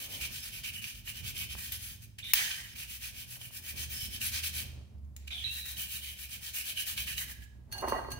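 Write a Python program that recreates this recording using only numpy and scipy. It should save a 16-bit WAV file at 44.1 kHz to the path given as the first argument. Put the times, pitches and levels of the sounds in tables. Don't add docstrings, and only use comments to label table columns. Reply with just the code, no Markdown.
import sys
import numpy as np
from scipy import signal
from scipy.fft import rfft, irfft, next_fast_len
from scipy.io import wavfile
from scipy.ndimage import uniform_filter1d

SR = 44100
rng = np.random.default_rng(int(sys.argv[2]) if len(sys.argv) > 2 else 0)


def pcm_store(signal):
    levels = np.round(np.clip(np.atleast_2d(signal), -1, 1) * 32767)
    wavfile.write(sys.argv[1], SR, levels.astype(np.int16).T)


N = 361179
T = np.arange(N) / SR

# frequency in Hz, level in dB per Hz.
SCRATCH = [(400, -31), (1200, -20), (2000, -4.5), (4500, -7.5), (5800, -9.5), (7500, -12.5), (9000, -8),
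           (11000, -10), (13500, -7), (16000, -7)]


def from_db(db):
    return 10 ** (np.asarray(db) / 20)


def rms_one(x):
    return x / np.sqrt(np.mean(x ** 2) + 1e-20)


def in_time(rows, outside=None):
    s, *columns = np.transpose(rows)
    return [np.interp(T, s, column, outside, outside) for column in columns]


def coloured(x, spectrum, share=1):
    size = next_fast_len(N)
    hz, db = np.transpose(spectrum)
    log_hz = np.log(np.fft.rfftfreq(size, 1 / SR) + 1)
    gain = from_db(share * np.interp(log_hz, np.log(hz), db))
    return irfft(rfft(x, size) * gain, size)[..., :N]


def resonate(x, hz, width_hz):
    r = np.exp(-np.pi * width_hz / SR)
    feed = [(1 - r * r) / 2, 0, (r * r - 1) / 2]
    feedback = [1, -2 * r * np.cos(2 * np.pi * hz / SR), r * r]
    return signal.lfilter(feed, feedback, x + 1e-18)


def drift(rate_hz):
    slow = signal.butter(2, rate_hz, fs=SR, output="sos")
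    return rms_one(signal.sosfilt(slow, rng.standard_normal(N + SR))[SR:])


def body(x, modes, shift_db=0):
    total = 0
    for k, (hz, width_hz, db) in enumerate(modes):
        gain = from_db(db + shift_db * drift(9.4))
        total = total + (-1) ** k * gain * resonate(x, hz, width_hz)
    return total


def swarm(per_s, spread_db, channels=1):
    shape = (channels, N)
    sizes = from_db(spread_db * np.minimum(rng.exponential(1, shape), 5))
    signs = rng.choice([-1, 1], shape)
    happens = rng.random(shape) < per_s / SR
    return rms_one(sizes * signs * happens)


def pair(draws, likeness):
    alike = np.clip(likeness, 0, 1)
    return np.sqrt(alike) * draws[0] + np.sqrt(1 - alike) * draws[1:]


def burst(events, t60):
    out = np.zeros(N)
    for s, db in events:
        out += (T >= s) * from_db(db - 60 * np.clip(T - s, 0, 1) / t60)
    return out


def contact_gains(db, ring_db, hollow_db, bright_db):
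    balance_db = np.array([[-bright_db / 2], [bright_db / 2], [ring_db], [hollow_db]])
    return from_db(db + balance_db)


def pressure():
    # start in seconds, rise in seconds, length in seconds, scratch level in dB.
    strokes = [(0.0, 0.0013, 0.086, -42.5), (0.077, .045, 0.15, -43), (0.196, 0.018, 0.093, -38),
               (0.294, 0.042, 0.14, -42), (0.409, .029, 0.11, -42.5), (0.507, .027, 0.13, -46),
               (0.629, .012, 0.091, -41.5), (0.714, 0.025, .11, -46), (.813, 0.0089, 0.14, -44.5),
               (0.937, 0.015, 0.086, -52.5), (1.039, 0.052, 0.097, -41), (1.128, .033, .1, -46),
               (1.219, 0.065, 0.11, -38.5), (1.336, 0.04, 0.14, -40), (1.481, 0.038, 0.084, -43),
               (1.552, 0.039, 0.18, -42), (1.702, 0.028, 0.09, -42.5), (1.771, 0.057, 0.21, -45),
               (2.003, .022, 0.064, -53), (2.743, .052, .13, -42.5), (2.866, 0.046, 0.13, -43.5),
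               (2.992, 0.044, 0.13, -41.5), (3.12, 0.083, 0.14, -43.5), (3.262, 0.049, 0.13, -45),
               (3.387, .03, 0.12, -48), (3.503, .065, 0.11, -42), (3.615, 0.077, 0.13, -40.5),
               (3.747, 0.037, 0.13, -39.5), (3.885, 0.038, 0.14, -40.5), (3.992, 0.019, 0.098, -40),
               (4.085, 0.074, .11, -40), (4.196, 0.031, 0.12, -34.5), (4.31, 0.028, 0.11, -35.5),
               (4.42, .019, 0.089, -34.5), (4.522, 0.031, .13, -37.5), (5.477, 0.076, 0.18, -42.5),
               (5.641, 0.018, .12, -42), (5.754, 0.032, 0.13, -39.5), (5.865, 0.07, .15, -39.5),
               (6.002, 0.038, 0.17, -46), (6.157, .047, 0.13, -44.5), (6.279, 0.043, 0.12, -43),
               (6.399, 0.052, .13, -41), (6.526, 0.026, 0.12, -37), (6.632, 0.042, 0.11, -38),
               (6.748, 0.057, .1, -36.5), (6.853, 0.023, .1, -37), (6.96, .018, .1, -39.5),
               (7.055, .024, .11, -39.5), (7.158, 0.024, 0.099, -38), (7.263, 0.04, 0.081, -44.5),
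               (7.387, 0.045, 0.073, -57)]
    # time in seconds, case ring against scratch in dB,
    # hollow ring against scratch in dB, brightness in dB.
    grip_rows = [(0.0, -1.5, -13, 2), (.9, -1.5, -12.5, 1.5), (1.6, -3.5, -10, -0.5), (1.9, -8.5, -12, 3),
                 (2.8, -3.5, -15.5, 1), (3.7, -4.5, -3, 3), (4.3, -7, -14.5, 0), (5.6, -2.5, -3, 4),
                 (6.5, -3, -10.5, 2.5), (7.1, 0.5, 1, 5), (7.4, -3.5, 2.5, 5)]
    # start in seconds, length in seconds, first level in dB,
    # last level in dB, case ring against scratch in dB, hollow ring against scratch in dB, brightness in dB.
    drags = [(2.182, 0.047, -40, -71, 5.5, 5, -6), (2.235, 0.097, -52.5, -48, 2, 1.5, 2.5),
             (2.348, 0.28, -30.5, -47.5, -4, 5, -4), (2.625, 0.12, -51, -53.5, 0, 2.5, -1),
             (5.17, 0.15, -69, -72.5, -14, -22, -13), (5.27, 0.035, -42.5, -71, -1, -3, -5),
             (5.301, 0.2, -53.5, -51.5, 7.5, 0, -3)]
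    lift_share = 0.38
    spread_db = 2
    drag_edge_s = 0.0079

    power = np.zeros((4, N))
    grip = np.array(in_time(grip_rows))
    chances = rng.standard_normal((len(strokes), 3))
    for (s, rise, length, db), chance in zip(strokes, chances):
        at = slice(int(s * SR), int((s + length) * SR))
        swell = (T[at] - s) / rise
        lift = (s + length - T[at]) / (lift_share * length)
        shape = np.clip(np.minimum(swell, lift), 0, 1)
        ring_db, hollow_db, bright_db = grip[:, at.start] + spread_db * chance
        power[:, at] += (shape * contact_gains(db, ring_db, hollow_db, bright_db)) ** 2
    for s, length, first_db, last_db, ring_db, hollow_db, bright_db in drags:
        shape = np.clip(np.minimum(T - s, s + length - T) / drag_edge_s, 0, 1)
        db = np.interp(T, [s, s + length], [first_db, last_db])
        power += (shape * contact_gains(db, ring_db, hollow_db, bright_db)) ** 2
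    return np.sqrt(power)


def brush():
    # time in seconds, level in dB.
    catches = [(0.2099, -48), (0.643, -39), (0.84, -26.5), (1.0737, -32), (1.3644, -36), (2.5097, -26),
               (2.757, -41), (3.3546, -38), (3.413, -36), (3.7629, -59), (4.2127, -28), (4.4347, -29.5),
               (5.2774, -38.5), (5.7668, -35), (6.1864, -41), (6.544, -38), (6.772, -28), (6.976, -20.5),
               (7.0742, -34), (7.178, -25)]
    # frequency in Hz, width in Hz, level in dB.
    wire_modes = [(5220, 200, -3), (6390, 300, -7), (9100, 300, -5), (11200, 600, -2), (12300, 400, -6),
                  (14900, 700, -4)]
    # frequency in Hz, width in Hz, level in dB.
    case_modes = [(2381, 260, -5), (2898, 110, 1), (3055, 139, -0.5)]
    # frequency in Hz, width in Hz, level in dB.
    extra_modes = [(3780, 77, -19), (4330, 1400, -22)]
    # frequency in Hz, width in Hz, level in dB.
    hollow_modes = [(607, 34, -17), (986, 51, -15), (1630, 134, -3.5), (1980, 245, 6.5)]
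    likeness = 0.4
    extra_from_s = 4.15
    bright_hz = 7400

    dull, bright, ring, hollow = pressure()
    tips = pair(swarm(11000, 2.5, channels=3), likeness) * from_db(0.9 * drift(60))
    twangs = pair(swarm(6000, 4.7, channels=3), likeness)
    singing = rms_one(body(twangs, wire_modes, shift_db=4.0))
    scratch = rms_one(coloured(tips, SCRATCH)) + from_db(-8) * singing
    top = signal.sosfilt(signal.butter(4, bright_hz, "high", fs=SR, output="sos"), scratch)
    low = signal.sosfilt(signal.butter(4, bright_hz, fs=SR, output="sos"), scratch)

    catch = uniform_filter1d(burst(catches, 0.035), size=90, origin=44)
    modes = body(tips, case_modes, shift_db=3.5)
    modes = modes + (T > extra_from_s) * body(tips, extra_modes, shift_db=7.0)
    case = rms_one(modes) * (ring * from_db(-2.5) + catch * from_db(-6.0))
    air = rms_one(body(tips, hollow_modes, shift_db=3.5))
    air = air * (hollow * from_db(-8.5) + catch * from_db(-12.5))
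    dull_scratch = low * (dull * from_db(0.5) + catch * from_db(-11.5))
    bright_scratch = top * bright * from_db(-1.5)
    return dull_scratch + bright_scratch + case + air


def traffic_and_roar():
    # time in seconds, drone pitch in Hz (wanders further), drone level in dB,
    # level of its octave in dB.
    drone_rows = [(0.0, 64.7, -77, -70), (.25, 68, -53, -54), (.45, 66.67, -66, -75),
                  (1.05, 72.5, -83, -77), (1.5, 67.4, -49, -66), (2.05, 66.14, -64, -81),
                  (2.6, 63.2, -65, -69), (3.08, 62.2, -54, -51), (3.56, 62.4, -84, -49),
                  (3.7, 74.4, -55.5, -72), (3.85, 74.64, -47.5, -66), (4.17, 72.3, -65, -73),
                  (4.33, 78.03, -48, -73), (4.78, 74.75, -49.5, -67), (4.9, 71.2, -54.5, -65.5),
                  (4.98, 69.87, -47.5, -67.5), (6.16, 68.5, -54.5, -65.5), (6.85, 64.56, -63, -67),
                  (7.0, 65.1, -52, -65.5), (7.7, 64.95, -55.5, -57), (8.19, 67.1, -52, -46.5)]
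    # time in seconds, rumble level in dB, roar level in dB.
    low_noise = [(0.0, -62, -60), (.25, -57.5, -59), (.4, -56.5, -68.5), (1.0, -57, -71),
                 (1.3, -51.5, -64.5), (2.05, -59.5, -75.5), (2.9, -60, -71.5), (3.65, -60.5, -67),
                 (3.85, -50.5, -63.5), (4.35, -55, -72), (4.7, -52.5, -60), (5.05, -61, -72),
                 (6.85, -62, -70.5), (7.0, -55, -69.5), (7.66, -59.5, -71), (7.9, -53, -44),
                 (8.19, -55.5, -55.5)]
    # multiple of a third of the drone pitch, level against the rumble in dB.
    engine = [(2, -8), (4, -7), (5, -6), (8, -14), (9, -14)]
    # frequency in Hz, level in dB per Hz.
    rumble_colour = [(15, -43.5), (25, -39), (54, -3.5), (71, -5), (120, -5), (156, -13), (237, -18.5),
                     (325, -30.5), (400, -27), (520, -53.5), (880, -120)]
    # frequency in Hz, level in dB per Hz.
    roar_colour = [(150, -32), (250, -9), (380, -16.5), (400, -17.5), (576, -14.5), (955, -22), (1060, -22),
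                   (1330, -27), (16000, -54.5)]
    hum_hz, hum_db = 235, -75

    hz, drone_db, octave_db = in_time(drone_rows)
    rumble_db, roar_db = in_time(low_noise) + 1.5 * drift(6.0)
    phase = 2 * np.pi * np.cumsum(hz + 1.025 * drift(3.63)) / SR
    phase = phase + np.array([[0.3], [-0.3]])
    drone = np.sin(phase) * from_db(drone_db + 2.0 * drift(12))
    drone += np.sin(2 * phase) * from_db(octave_db - 8.0)
    for k, db in engine:
        drone += np.sin(k * phase / 3) * from_db(rumble_db + db - 3.0 + 5.15 * drift(2.02))
    hum_phase = 2 * np.pi * np.cumsum(hum_hz + 3.0 * drift(3)) / SR
    drone += np.sin(hum_phase) * from_db(hum_db + 2.5 * drift(2.5))

    rumble_noise = pair(rng.standard_normal((3, N)), 0.85)
    rumble = rms_one(coloured(rumble_noise, rumble_colour)) * from_db(rumble_db + 2.0)
    roar_noise = pair(rng.standard_normal((3, N)), 0.25)
    roar = rms_one(coloured(roar_noise, roar_colour)) * from_db(roar_db - 1.5)
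    return (np.sqrt(2) * drone + rumble) * from_db([[-1.5], [1.5]]) + roar


def thuds():
    # centre time in seconds, level in dB.
    thud_rows = [(0.301, -48), (2.347, -48.5)]
    hz = 45
    out = np.zeros(N)
    for s, db in thud_rows:
        swell = np.exp(-0.5 * ((T - s) * hz * 2) ** 2)
        out += from_db(db) * np.sin(2 * np.pi * hz * (T - s)) * swell
    return out


def taps():
    # time in seconds, level in dB.
    tap_rows = [(1.552, -43.5), (2.333, -63), (3.369, -56), (3.413, -54.5), (3.507, -56)]
    push = np.zeros(N)
    for s, db in tap_rows:
        push[round(s * SR)] = from_db(db + 32)
    return resonate(resonate(push, 650, 900), 700, 1500)


def snaps():
    # time in seconds, level in dB, centre of the band in Hz (held to 15500 at most),
    # time to fade by 60 dB in seconds, left against right in dB.
    snap_rows = [(1.7205, -30, 11930, 0.096, 0), (2.1848, -43.5, 7800, 0.052, -1.5),
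                 (2.335, -7.5, 16000, 0.031, -4), (4.871, -73, 4874, 0.042, 8),
                 (4.9813, -71, 5017, 0.059, -8), (5.0472, -68, 6420, 0.06, 3.5),
                 (5.1637, -37.5, 7000, 0.037, 1.5), (7.4376, -56, 7020, 0.07, -14)]
    out = np.zeros((2, N))
    noise = pair(rng.standard_normal((3, N)), 0.12)
    crack = rms_one(coloured(noise, SCRATCH))
    for s, db, hz, t60, pan_db in snap_rows:
        tone = crack + 3.6 * resonate(noise, min(hz, 15500), 0.047 * hz)
        out += tone * burst([(s, db - 5)], t60) * from_db([[pan_db / 2], [-pan_db / 2]])
    return out


def squeals():
    # start in seconds, length in seconds, start pitch in Hz, end pitch in Hz,
    # speed of the shaking in Hz, level in dB.
    squeal_rows = [(2.225, 0.084, 3490, 3710, 200, -44), (3.938, 0.074, 5267, 5300, 150, -47),
                   (5.308, 0.085, 3726, 3350, 170, -41.5), (5.312, 0.035, 726, 728, 37, -68.5),
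                   (5.439, 0.02, 3956, 3910, 91, -34.5), (5.47, 0.049, 2695, 2720, 31, -45),
                   (5.471, 0.223, 3975, 3870, 110, -48.5), (6.678, 0.29, 623.7, 646, 2.6, -73.5),
                   (7.195, 0.23, 1670, 1670, 29, -63.5), (7.743, .058, 853, 733, 47, -52.5)]
    out = np.zeros((2, N))
    for s, length, start_hz, end_hz, width_hz, db in squeal_rows:
        hz = np.interp(T, [s, s + length], [start_hz, end_hz])
        phase = 2 * np.pi * np.cumsum(hz) / SR
        fade_db = -130 * np.clip(T - s - length, 0, 1)
        shape = np.clip((T - s) / 0.005, 0, 1) * from_db(db + fade_db)
        for side in out:
            side += shape * (drift(width_hz) * np.sin(phase) + drift(width_hz) * np.cos(phase))
    return out


def bowl():
    # time in seconds, wires on glass in dB, bowl grinding on tiles in dB.
    dip = [(7.69, -79, -67), (7.724, -53.5, -58), (7.816, -43.5, -47), (7.836, -57, -28), (7.868, -49, -40),
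           (7.894, -34, -36), (7.93, -48.5, -32), (8.098, -61, -49.5), (8.118, -42, -41), (8.19, -67, -68)]
    # time in seconds, level in dB.
    clinks = [(7.7155, -51), (7.7242, -36), (7.735, -46), (7.7797, -43), (7.882, -41), (7.9714, -60),
              (8.1039, -48.5), (8.117, -37.5)]
    # frequency in Hz, level in dB, nominal time to fade by 60 dB in seconds.
    glass_rows = [(1626, 1, .5), (2837, -1, .4), (4387, 1, .18), (6234, -8, .09), (8340, -18, .06),
                  (9895, -10, .08), (10800, -15, .06), (11840, -18, .06), (12850, -20, .05),
                  (14300, -19, .05), (15500, -21, .05)]
    # earliest time in seconds, level in dB.
    bumps = [(7.752, -48), (7.826, -27.5), (7.839, -28.5), (7.875, -26.5), (7.922, -23.5), (7.932, -29.5),
             (7.95, -35), (7.984, -39), (8.045, -36.5), (8.085, -38.5)]
    # frequency in Hz, width in Hz (bumps use 1.04 times it), level in dB.
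    grind_modes = [(253, 12, -11), (380, 35, -2.5), (538, 126, -12), (563.8, 25.86, -1.5), (699.5, 94, -2),
                   (888, 58.6, 1.5), (957.8, 34, -5.5), (1041, 22.7, 0), (1134, 50, -2), (1228, 76, -2.5),
                   (1581, 179, -11), (1940, 36, -11)]
    soft_foot_hz = 2300

    rub_db, grind_db = in_time(dip, outside=-120)
    rub = from_db(rub_db) + burst(clinks, 0.03) * from_db(9.0)
    wires = swarm(4000, 3.0, channels=2) * rub
    glass_modes = [(hz, 2.64 / t60, db) for hz, db, t60 in glass_rows]
    glass = 11.6 * body(wires, glass_modes)
    scrape = rms_one(coloured(swarm(3500, 2.95, channels=2), SCRATCH)) * rub

    grit = pair(swarm(700, 3.5, channels=3), 0.55)
    grind_gain = from_db(grind_db - 5.0 + 2.5 * drift(30))
    grind = rms_one(body(grit, grind_modes, shift_db=3.0)) * grind_gain
    for hz, width_hz, db in grind_modes:
        knocks = np.zeros(N)
        chances = rng.standard_normal((len(bumps), 2))
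        for (s, bump_db), chance in zip(bumps, chances):
            at = round((s + 0.003 * abs(chance[0])) * SR)
            knocks[at] = from_db(bump_db + db - 11.5 + 3.0 * chance[1])
        grind = grind + resonate(knocks, hz, 1.04 * width_hz) * SR / (3.55 * width_hz)
    grind = signal.sosfilt(signal.butter(4, soft_foot_hz, fs=SR, output="sos"), grind)
    return glass + from_db(-10) * scrape + grind


def room(x):
    t60_s, wall_cut_hz = 0.61, 7400
    t = T[:SR]
    noise = rng.standard_normal((2, SR)) * np.clip(t / 0.0023, 0, 1)
    dull = signal.sosfilt(signal.butter(2, wall_cut_hz, fs=SR, output="sos"), noise)
    echoes = dull * from_db(-60 * t / t60_s)
    echoes = echoes + (noise - dull) * from_db(-60 * t / (0.65 * t60_s))
    echoes = echoes / np.sqrt(np.sum(echoes ** 2, axis=1, keepdims=True))
    return signal.fftconvolve(x, echoes, axes=1)[:, :N]


def left_leads(x, lead):
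    size = next_fast_len(N + 512)
    phase = np.interp(np.fft.rfftfreq(size, 1 / SR), *np.transpose(lead))
    right = irfft(rfft(x[1], size) * np.exp(-1j * phase), size)[:N]
    return np.array([x[0], right])


def scene():
    # frequency in Hz, shading in dB (scaled for each side below).
    shade = [(60, 21), (110, -17.5), (200, -10.5), (380, -1.5), (700, -5.5), (1290, -6.5), (2380, -5.5),
             (4400, 1.5), (8120, -0.5), (15000, 3.5)]
    # frequency in Hz, lead in radians.
    hands_lead = [(0, 0), (780, .3), (2330, 1.9), (3190, 3.8), (5430, 9.9), (9130, 27.4), (16600, 42)]
    # frequency in Hz, lead in radians.
    bowl_lead = [(0, 0), (1290, -1.6), (3620, 3.9), (16600, 20)]
    room_db, hiss_db = -7, -78

    left, right = brush() + snaps() + taps() + squeals()
    hands = np.array([coloured(left, shade, share=0.71), coloured(right, shade, share=-0.5)])
    near = left_leads(hands, hands_lead)
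    near = near + left_leads(bowl() * from_db([[-1.2], [1.2]]), bowl_lead)
    hiss = from_db(hiss_db) * rng.standard_normal((2, N))
    return near + from_db(room_db) * room(near) + traffic_and_roar() + thuds() + hiss


def record(dry):
    return signal.sosfilt(signal.cheby2(22, 70, 16200, fs=SR, output="sos"), dry)


dry = scene()
out = record(dry)
pcm_store(out)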